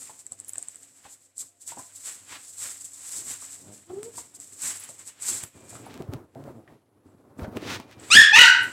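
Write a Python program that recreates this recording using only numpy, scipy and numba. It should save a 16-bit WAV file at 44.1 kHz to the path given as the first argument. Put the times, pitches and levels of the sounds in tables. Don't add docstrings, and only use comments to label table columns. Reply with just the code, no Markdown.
import sys
import numpy as np
from scipy import signal
from scipy.fft import rfft, irfft, next_fast_len
from scipy.io import wavfile
from scipy.ndimage import uniform_filter1d
from numba import njit

SR = 44100
rng = np.random.default_rng(int(sys.argv[2]) if len(sys.argv) > 2 else 0)


def gain_from_db(level_db):
    decades = np.asarray(level_db, float) / 20
    return 10 ** decades


def store_wav(level_fs):
    pcm = np.round(np.clip(np.atleast_2d(level_fs), -1, 1) * 32767)
    wavfile.write(sys.argv[1], SR, pcm.T.astype(np.int16))


N = 384552
T = np.arange(N) / SR

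# pitch in Hz, level in dB around which it wavers.
HUM = [(98, -68), (275, -74), (700, -76)]
# frequency in Hz, relative level in dB.
HISS_COLOUR = [(30, -23), (80, -18.5), (150, -16), (260, -29), (520, 8), (900, -6), (3000, -40),
               (6000, -18), (8000, -15), (11000, -6), (16000, -30)]
HISS_DB = -72

# frequency in Hz, relative level in dB.
SWISH_COLOUR = [(2060, -52), (3500, -19.5), (5900, -11.5), (6490, -8.5), (7230, -1.5), (7750, 2.5),
                (9740, -12), (11300, -15), (15100, -25.5), (16000, -36.5)]
SLIDE_COLOUR = [(500, -3), (1000, 3.5), (2000, 6), (3500, 2.5), (6000, -3), (12000, -18.5)]
RUB_COLOUR = [(30, -46.5), (70, -1), (110, 7), (175, -2), (280, 5.5), (600, -4.5), (1300, -13),
              (3000, -36.5)]
# time in seconds, fur swish, pad slide and body rub in dB.
SHIFTING = [(0, -50, -82, -64.5), (.4, -58, -63, -64), (.64, -49.5, -60, -64.5), (1.0, -51.5, -63.5, -65),
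            (1.33, -67, -70, -71.5), (1.56, -61, -70.5, -70), (1.85, -51, -62.5, -70),
            (2.9, -54, -65, -67.5), (3.6, -48, -61.5, -62), (3.85, -56, -62, -72), (4.33, -55, -64, -61.5),
            (4.9, -46, -59.5, -60), (5.18, -61, -60.5, -62.5), (5.52, -65, -62, -73),
            (5.7, -52.5, -59, -59), (6.0, -66, -59, -41.5), (6.15, -89, -80, -52), (6.3, -95.5, -73, -59.5),
            (7.37, -87, -75, -60), (7.97, -98, -63, -48.5), (8.001, -53, -54.5, -48),
            (8.08, -47, -49.5, -49), (8.72, -48.5, -47.5, -46.5)]
# peak time, rise and fall in seconds, fur swish and pad slide in dB.
SCUFFS = [(0.01, 0.13, 0.4, -41, -53), (.2, 0.026, 0.049, -42.5, -73), (.324, 0.022, 0.048, -45.5, -68),
          (.402, 0.083, 0.067, -50, -69), (.49, 0.093, .035, -47, -64), (.586, .06, .05, -53, -70),
          (1.055, 0.14, 0.06, -49, -52), (1.13, 0.18, 0.083, -44.5, -60), (1.23, 0.14, 0.17, -52.5, -72),
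          (1.395, 0.048, 0.15, -35, -58), (1.62, 0.036, 0.06, -41.5, -62),
          (1.685, 0.046, 0.14, -35.5, -51.5), (1.79, 0.038, 0.25, -41.5, -62),
          (1.96, 0.026, 0.094, -39.5, -64), (2.075, 0.14, 0.23, -35.5, -47), (2.33, 0.16, 0.15, -43.5, -41),
          (2.48, 0.22, 0.24, -40.5, -63), (2.63, 0.12, 0.3, -32, -46), (2.81, 0.02, 0.12, -38.5, -70),
          (2.85, .02, 0.13, -39, -64), (2.94, 0.019, 0.13, -40.5, -63), (3.04, 0.12, 0.19, -42, -72),
          (3.15, 0.4, 0.25, -35.5, -51), (3.316, 0.19, 0.15, -32.5, -46.5),
          (3.425, 0.053, 0.16, -40.5, -54.5), (3.53, 0.31, 0.19, -41, -58), (3.746, 0.1, 0.17, -43.5, -60),
          (4.04, .02, 0.09, -42.5, -57), (4.19, 0.15, 0.15, -38.5, -54.5),
          (4.355, 0.026, 0.044, -40.5, -61), (4.405, 0.012, 0.25, -41.5, -69),
          (4.53, .015, 0.062, -42.5, -61), (4.655, 0.12, 0.24, -28.5, -40.5),
          (4.84, 0.19, 0.19, -45.5, -52), (4.895, 0.022, 0.16, -43.5, -66), (4.995, 0.021, 0.087, -43, -55),
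          (5.08, 0.065, 0.073, -39.5, -53), (5.228, 0.044, 0.19, -34, -49.5),
          (5.285, 0.095, 0.24, -26.5, -42), (5.43, 0.6, 0.052, -48, -48.5), (5.56, 0.034, 0.33, -54.5, -69),
          (5.7, 0.019, 0.065, -42, -58.5), (5.752, 0.1, 0.16, -47, -54.5), (5.94, 0.41, 0.045, -67, -51.5),
          (6.12, .03, 0.013, -73, -54), (6.45, 0.45, 0.52, -70.5, -70), (6.68, 0.018, 0.29, -79, -64.5),
          (7.07, 0.045, 0.56, -74, -74.5), (7.385, 0.019, 0.033, -59, -61), (7.43, 0.097, 0.05, -85, -53.5),
          (7.56, 0.031, 0.095, -76, -50), (7.69, 0.17, 0.19, -72, -35), (7.915, 0.07, 0.061, -70, -46.5)]
# peak time, rise and fall in seconds, level in dB.
RUBS = [(.324, 0.055, .04, -57), (1.42, 0.06, 0.25, -64), (1.785, 0.12, 0.1, -49.5),
        (2.326, 0.43, 0.16, -57.5), (2.67, 0.12, 0.11, -59), (3.31, 0.43, 0.04, -53),
        (3.68, 0.25, 0.36, -53), (3.9, 0.057, 0.7, -49.5), (4.03, 0.042, 0.26, -51), (4.64, 0.1, 0.18, -57),
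        (5.302, 0.071, 0.31, -49.5), (5.436, 0.015, 0.15, -55), (5.56, 0.044, 0.53, -46.5),
        (5.755, 0.082, 0.51, -43), (6.145, 0.075, 0.0074, -32.5), (6.17, 0.04, 0.21, -42.5),
        (6.37, .02, 0.62, -47), (6.488, 0.22, 0.2, -42), (6.718, 0.11, 0.14, -46.5),
        (7.07, 0.025, 0.74, -54.5), (7.39, 0.011, 0.21, -37), (7.574, 0.041, 0.0079, -28),
        (7.7, 0.89, 0.34, -39.5)]
STROKE_DROP_DB, STROKE_ROUND = 31.5, 1.323
SLIDE_LAG_S = 0.012
STRAY_TICKS_PER_S, STRAY_TICK_DB = 6, 1

# start in seconds, level in dB, ring in Hz.
KNOCKS = [(0.095, -41, 880), (0.319, -48, 676), (0.577, -48.5, 717), (1.052, -40, 826),
          (1.425, -54.5, 1080), (1.719, -42, 920), (1.769, -39.5, 835), (1.79, -38, 1006),
          (3.421, -48, 1170), (3.901, -41.5, 782), (4.179, -40.5, 966), (4.892, -45, 570),
          (5.724, -39, 697), (5.753, -38.5, 1235), (5.864, -35.5, 740), (6.004, -35, 595),
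          (6.355, -41, 658), (6.478, -38.5, 575), (6.677, -47, 1890), (6.722, -53, 570), (7.442, -34, 620),
          (7.799, -38.5, 880), (7.445, -38, 1520)]
# start in seconds, level in dB, dull part relative to that in dB.
CLAWS = [(0.191, -35, -37), (0.2659, -24.5, -27), (0.321, -24.5, -21), (0.4003, -25, -22),
         (0.447, -27.5, -43), (0.493, -22, -42), (0.534, -24, -35), (0.5568, -27, -9), (0.582, -17, -49),
         (0.627, -21.5, -36), (0.6849, -23.5, -20), (0.746, -35.5, -17), (0.758, -30, -15),
         (0.832, -34, -30), (1.3807, -24, -26), (1.6772, -23.5, -24), (1.7848, -33, -23),
         (1.951, -35.5, -22), (2.305, -38.5, -17), (2.583, -22.5, -35), (2.803, -37, -27),
         (2.8446, -27.5, -19), (2.9342, -30.5, -30), (3.4136, -30, -23), (4.0313, -28.5, -39),
         (4.3488, -32.5, -21), (4.401, -27, -20), (4.525, -33, -17), (4.8384, -30, -16),
         (4.8904, -32.5, -1.5), (4.9937, -33.5, -11), (5.075, -36, -14), (5.2227, -23, -33),
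         (5.4376, -21, -22), (5.695, -37.5, -31), (7.3944, -54, 18), (7.5704, -45, 13), (7.925, -54, -1.5),
         (7.9987, -36, -18)]
# frequency in Hz, relative level in dB.
TICK_COLOUR = [(3000, -39), (6000, -20), (7300, 1), (8000, 10.5), (9500, -11), (13000, -31), (16000, -36.5)]
# start in seconds, level in dB.
TAG_HITS = [(.482, -40), (4.798, -40.5), (4.837, -43), (5.433, -40.5), (5.788, -58), (5.859, -53.5),
            (8.63, -43.5)]
# pitch in Hz, relative level in dB, time to fade by 60 dB in seconds.
TAG_RINGS = [(10030, 7.5, 0.058), (11070, 0, 0.1), (11860, -6, 0.24), (15470, -11.5, .2)]
# start in seconds, level in dB, ring in Hz.
BUMPS = [(1.42, -56, 210), (4.029, -48, 383), (6.72, -38, 270), (5.432, -30, 97.5), (6.003, -19, 242),
         (6.086, -17.5, 95), (6.149, -20.5, 118), (7.058, -35, 277), (7.146, -37.5, 250), (7.389, -25, 286),
         (7.416, -11, 81), (7.478, -25, 208), (7.564, -35, 205), (7.6235, -20, 350), (7.72, -32, 258),
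         (7.797, -28, 240)]

# start and length in seconds, first and last pitch in Hz, level in dB.
GRUNTS = [(3.56, 0.28, 81, 101.7, -50), (6.352, 0.293, 120.6, 147.3, -50.5)]
# centre in Hz, width in Hz, relative level in dB.
CHEST = [(150, 160, 7), (280, 110, -3), (620, 260, -4)]
# start and length in seconds, first and last pitch in Hz, level in dB.
WHINE = (3.855, .285, 322, 474, -40)
# start in seconds, peak in dB.
SNAPS = [(4.031, -22), (5.437, -19), (5.942, -23), (5.977, -27), (6.0226, -26), (6.1366, -20),
         (6.35, -34.5), (6.44, -32), (7.566, -30), (7.5705, -26), (7.571, -25), (7.62, -29), (7.8006, -23),
         (7.913, -28), (7.928, -36)]
# start and end in seconds, level in dB around which it wavers.
THIN_TONE = [(5.53, 6.0, -66), (7.78, 7.997, -65)]
THIN_TONE_HZ = 2400

# start and length in seconds, first and top
# pitch in Hz, level in dB, fade in dB per second, pitch jitter as a share of the pitch once hoarse.
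YELPS = [(8.103, 0.11, 1130, 1687, 1.5, 36, 0.026), (8.154, 0.075, 1835, 1849, 1, 20, 0.013),
         (8.321, 0.1303, 800, 979.5, 0.5, 30, 0.035), (8.344, 0.17, 1090, 1459, -1, 91, 0.042)]
YELP_GLIDE_S, YELP_SAG_HZ_PER_S, YELP_SWELL_DB = .059, 15, 3.5
# frequency in Hz, gain in dB.
FIRST_LOWER_TONE = [(500, -16), (1000, 13), (1300, -11.5), (1800, 9), (2300, -1), (2700, 3.5), (3500, -0.5),
                    (4400, -4), (5200, -7.5), (8000, -8.5), (12000, -31)]
# frequency in Hz, gain in dB.
OTHER_YELP_TONE = [(500, -20), (850, -3.5), (1000, -16), (1450, 1), (1950, 4), (2300, 5), (2650, 2.5),
                   (2950, 3), (3900, -8), (4600, -16.5), (5800, -11), (8000, -18), (12000, -41)]
# frequency in Hz, relative level in dB.
RASP_COLOUR = [(900, -21), (1300, -4), (1800, 3.5), (3000, 5.5), (4400, -2), (8000, -6.5), (12000, -21.5)]
# peak time, rise and fall in seconds, level in dB.
THUMPS = [(8.172, 0.052, 0.0085, -9.5), (8.205, 0.046, .015, -21), (8.383, 0.015, 0.013, -16),
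          (8.408, 0.014, 0.032, -18)]
# frequency in Hz, relative level in dB.
THUMP_COLOUR = [(50, -10), (120, 0), (350, 0), (800, -9), (1300, -30)]

ROOM_T60_S, ROOM_DAMP = 0.35, 0.32
QUIET_DB, LOUD_DB = -33, -21
TOP_HZ = 16000


def coloured(points, x):
    hz, db = np.transpose(points)
    size = next_fast_len(N)
    f = np.arange(size // 2 + 1) * SR / size + 1
    gain = gain_from_db(np.interp(np.log(f), np.log(hz), db))
    y = irfft(rfft(x, size) * gain, size)[:N]
    return y / np.sqrt(np.mean(y ** 2))


def ring(x, hz, t60):
    r = np.exp(-np.log(1000) / (max(t60, .001) * SR))
    w = 2 * np.pi * hz / SR
    return signal.lfilter([0, r * np.sin(w)], [1, -2 * r * np.cos(w), r * r], x)


def walk(rate):
    k = int(SR / rate)
    steps = np.repeat(rng.standard_normal(N // k + 1), k)
    return 1.37 * uniform_filter1d(uniform_filter1d(steps, k), k)[:N]


def add(out, s, x):
    i = int(s * SR)
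    out[i:i + len(x)] += x[:N - i]


def friction(colour, db, grain_db, flicker_db, flicker_hz):
    sizes = gain_from_db(grain_db * np.minimum(rng.exponential(size=N), 7))
    slips = rng.standard_normal(N) * sizes
    return coloured(colour, slips) * gain_from_db(db + flicker_db * walk(flicker_hz))


def strokes(table, column, between_db, lag_s=0):
    t = T[::64] - lag_s
    power = gain_from_db(2 * between_db[::64])
    for row in table:
        away = np.abs(t - row[0]) / np.where(t < row[0], row[1], row[2])
        power = power + gain_from_db(2 * (row[column] - STROKE_DROP_DB * away ** STROKE_ROUND))
    return np.interp(T, T[::64], 10 * np.log10(power))


def blows(table, t60, cycles, rattle_db):
    out, t = np.zeros(N), T[:SR // 4]
    noises = rng.standard_normal((len(table), len(t)))
    for (s, db, hz), noise in zip(table, noises):
        swell = 1 - np.exp(-t * hz / 0.5)
        rattle = ring(noise, 1.017 * hz, 6.5 / hz)
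        body = np.sin(2 * np.pi * hz * t) + gain_from_db(rattle_db) * rattle / np.std(rattle)
        fade = gain_from_db(-60 * t / min(t60, cycles / hz))
        add(out, s, gain_from_db(db) * swell * body * fade)
    return out


def call(row, glide_s, attack_s, release_s, fade_db_per_s, sag_hz_per_s=0, swell_db=0):
    start, length, first_hz, last_hz, db = row
    glide_s = min(glide_s, length - release_s)
    t = np.array([0, attack_s, glide_s, length - release_s, length])
    late = np.maximum(t - glide_s, 0)
    hz = first_hz + (last_hz - first_hz) * np.minimum(t / glide_s, 1) - sag_hz_per_s * late
    below_db = np.array([30, swell_db, 0, 0, 45])
    return np.transpose([start + t, hz, db - fade_db_per_s * late - below_db])


def played(rows):
    s, hz, db = np.transpose(rows)
    return np.interp(T, s, hz), gain_from_db(np.interp(T, s, db, left=-200, right=-200))


def voice(rows, tract, air, count, jitter, shimmer_db, breath_db):
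    hz, gain = played(rows)
    hoarse = np.clip((T - rows[0][0]) / .05, .25, 1)
    hz = hz * (1 + hoarse * jitter * walk(300))
    on = gain > 1e-6
    turn = 2 * np.pi * np.cumsum(hz[on]) / SR
    f, db = np.transpose(tract)
    out = np.zeros(N)
    for k in range(1, count + 1):
        tract_db = np.interp(np.log(k * hz[on]), np.log(f), db)
        flicker_db = (hoarse * shimmer_db * walk(150))[on]
        out[on] += gain_from_db(tract_db + flicker_db) * np.sin(k * turn)
    breath = gain_from_db(breath_db) * coloured(air, rng.standard_normal(N))
    return gain * (out + hoarse * breath) * gain_from_db(hoarse * shimmer_db * walk(120) / 2)


def kitchen():
    hum = np.zeros(N)
    for hz, db in HUM:
        turn = 2 * np.pi * np.cumsum(hz * (1 + .012 * walk(40))) / SR
        hum += gain_from_db(db + 4.2 * walk(12)) * np.sin(turn)
    return hum + friction(HISS_COLOUR, HISS_DB, grain_db=0, flicker_db=0.56, flicker_hz=8.7)


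def scuffle():
    s, *columns = np.transpose(SHIFTING)
    swish_db, slide_db, rub_db = (np.interp(T, s, c) for c in columns)
    swish_db = strokes(SCUFFS, column=3, between_db=swish_db)
    slide_db = strokes(SCUFFS, column=4, between_db=slide_db, lag_s=SLIDE_LAG_S)
    rub_db = strokes(RUBS, column=3, between_db=rub_db)
    swish = friction(SWISH_COLOUR, swish_db, grain_db=2.5, flicker_db=1.18, flicker_hz=70)
    slide = friction(SLIDE_COLOUR, slide_db, grain_db=2.5, flicker_db=1.6, flicker_hz=60)
    rub = friction(RUB_COLOUR, rub_db, grain_db=2.2, flicker_db=1.6, flicker_hz=50)
    happens = rng.random(N) < STRAY_TICKS_PER_S / SR
    stray = happens * rng.standard_normal(N) * gain_from_db(swish_db + STRAY_TICK_DB)
    return swish + slide + rub + np.std(stray) * coloured(TICK_COLOUR, stray)


def knocks():
    return blows(KNOCKS, t60=0.083, cycles=82, rattle_db=-0.71)


def claws():
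    bright, dull, t = np.zeros(N), np.zeros(N), T[:SR // 50]
    scrapes = rng.standard_normal((len(CLAWS), len(t))) * np.exp(-t / 0.00077)
    scrapes = scrapes / np.abs(scrapes).max(axis=1, keepdims=True)
    glaze = np.abs(ring(scrapes, 7900, .003)).max(axis=1)
    for (s, db, dull_db), scrape, rings in zip(CLAWS, scrapes, glaze / np.median(glaze)):
        add(bright, s, gain_from_db(db) * scrape / rings)
        add(dull, s, gain_from_db(db + dull_db) * scrape)
    bright = np.std(bright) * coloured(TICK_COLOUR, bright)
    return gain_from_db(5.5) * bright + gain_from_db(4.0) * ring(dull, 2250, 0.00087)


def tag():
    taps = np.zeros(N)
    for s, db in TAG_HITS:
        add(taps, s, gain_from_db([db]))
    top_db = max(db for _, db, _ in TAG_RINGS)
    return gain_from_db(6.5) * sum(gain_from_db(db - top_db) * ring(taps, hz, t60) for hz, db, t60 in TAG_RINGS)


def bumps():
    return blows(BUMPS, t60=0.055, cycles=8.9, rattle_db=-1.5)


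def grunts():
    f = np.geomspace(60, 1500, 40)
    chest = sum(gain_from_db(db) / np.hypot(1, 2 * (f - hz) / w) ** 2 for hz, w, db in CHEST)
    tract = np.transpose([f, 20 * np.log10(chest)])
    swelling = call(GRUNTS[0], glide_s=1, attack_s=0.14, release_s=0.13, fade_db_per_s=0)
    bursting = call(GRUNTS[1], glide_s=.07, attack_s=.008, release_s=.05, fade_db_per_s=10, sag_hz_per_s=240)
    return sum(voice(rows, tract, tract, count=9, jitter=.015, shimmer_db=2, breath_db=-20)
               for rows in (swelling, bursting))


def whine():
    nose = [(300, 4.5), (500, 0.0), (800, -23), (1500, -36)]  # Hz, dB
    rows = call(WHINE, glide_s=1, attack_s=0.06, release_s=0.051, fade_db_per_s=0, swell_db=-3.5)
    return voice(rows, nose, nose, count=3, jitter=0.011, shimmer_db=2.0, breath_db=-38)


def casing_snaps():
    out, t = np.zeros(N), T[:SR // 50]
    for s, db in SNAPS:
        add(out, s, gain_from_db(db) * np.cos(2 * np.pi * 1500 * t) * np.exp(-t / .00008))
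    return out


def thin_tone():
    gate = sum(gain_from_db(db) * ((T > start) & (T < end)) for start, end, db in THIN_TONE)
    gate = uniform_filter1d(gate, SR // 100)
    turn = 2 * np.pi * np.cumsum(THIN_TONE_HZ * (1 + .012 * walk(100))) / SR
    return gate * np.sqrt(2) * gain_from_db(2.2 * walk(60)) * np.sin(turn)


def yelps():
    out = np.zeros(N)
    tones = [FIRST_LOWER_TONE, OTHER_YELP_TONE, OTHER_YELP_TONE, OTHER_YELP_TONE]
    for (*row, fade_db_per_s, jitter), tone in zip(YELPS, tones):
        rows = call(row, YELP_GLIDE_S, 0.014, 0.0106, fade_db_per_s, YELP_SAG_HZ_PER_S, YELP_SWELL_DB)
        out = out + voice(rows, tone, RASP_COLOUR, count=7, jitter=jitter, shimmer_db=4.5, breath_db=-5)
    return out


def thumps():
    db = strokes(THUMPS, column=3, between_db=np.full(N, -120.))
    return friction(THUMP_COLOUR, db, grain_db=0.93, flicker_db=4, flicker_hz=90)


@njit
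def walls(x, lags, gain, damp):
    line, soft, out = np.zeros((8, 4096)), np.zeros(8), np.zeros(len(x))
    for i in range(len(x)):
        total = 0.
        for k in range(8):
            soft[k] += (1 - damp) * (gain[k] * line[k, (i - lags[k]) & 4095] - soft[k])
            total += soft[k]
            out[i] += soft[k] * (1 - 2 * (k % 2))
        for k in range(8):
            line[k, i & 4095] = x[i] + soft[k] - total / 4
    return out


def scene():
    hits = knocks() + claws() + tag() + grunts() + whine() + casing_snaps()
    cries = yelps()
    lags = np.array([331, 449, 563, 701, 857, 1019, 1193, 1381])
    sent = gain_from_db(-17.0) * hits + gain_from_db(-10.5) * cries + 1e-18
    room = walls(sent, lags, gain_from_db(-60 * lags / SR / ROOM_T60_S), ROOM_DAMP)
    mix = hits + cries + thumps() + room + bumps() + scuffle() + kitchen() + thin_tone()
    return mix[None]


def gain_control(x):
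    db = 10 * np.log10(uniform_filter1d(x ** 2, SR // 40) + 1e-12)
    quiet_db = .3 * np.minimum(db - QUIET_DB, 0)
    loud_db = 0.53 * np.maximum(db - LOUD_DB, 0)
    return x * gain_from_db(quiet_db - loud_db)


def top_cut(x):
    return signal.sosfilt(signal.butter(12, 16850, fs=SR, output="sos"), x)


def record(dry):
    held = gain_control(dry)
    rail = np.where(held > 0, .88, .95)
    clipped = held / (1 + (held / rail) ** 4) ** (1 / 4)
    low_cut = signal.butter(2, 65, "high", fs=SR, output="sos")
    high_cut = signal.ellip(8, .2, 70, TOP_HZ, fs=SR, output="sos")
    band = signal.sosfilt(high_cut, signal.sosfilt(low_cut, clipped))
    return top_cut(band)


dry = scene()
out = record(dry)
store_wav(out)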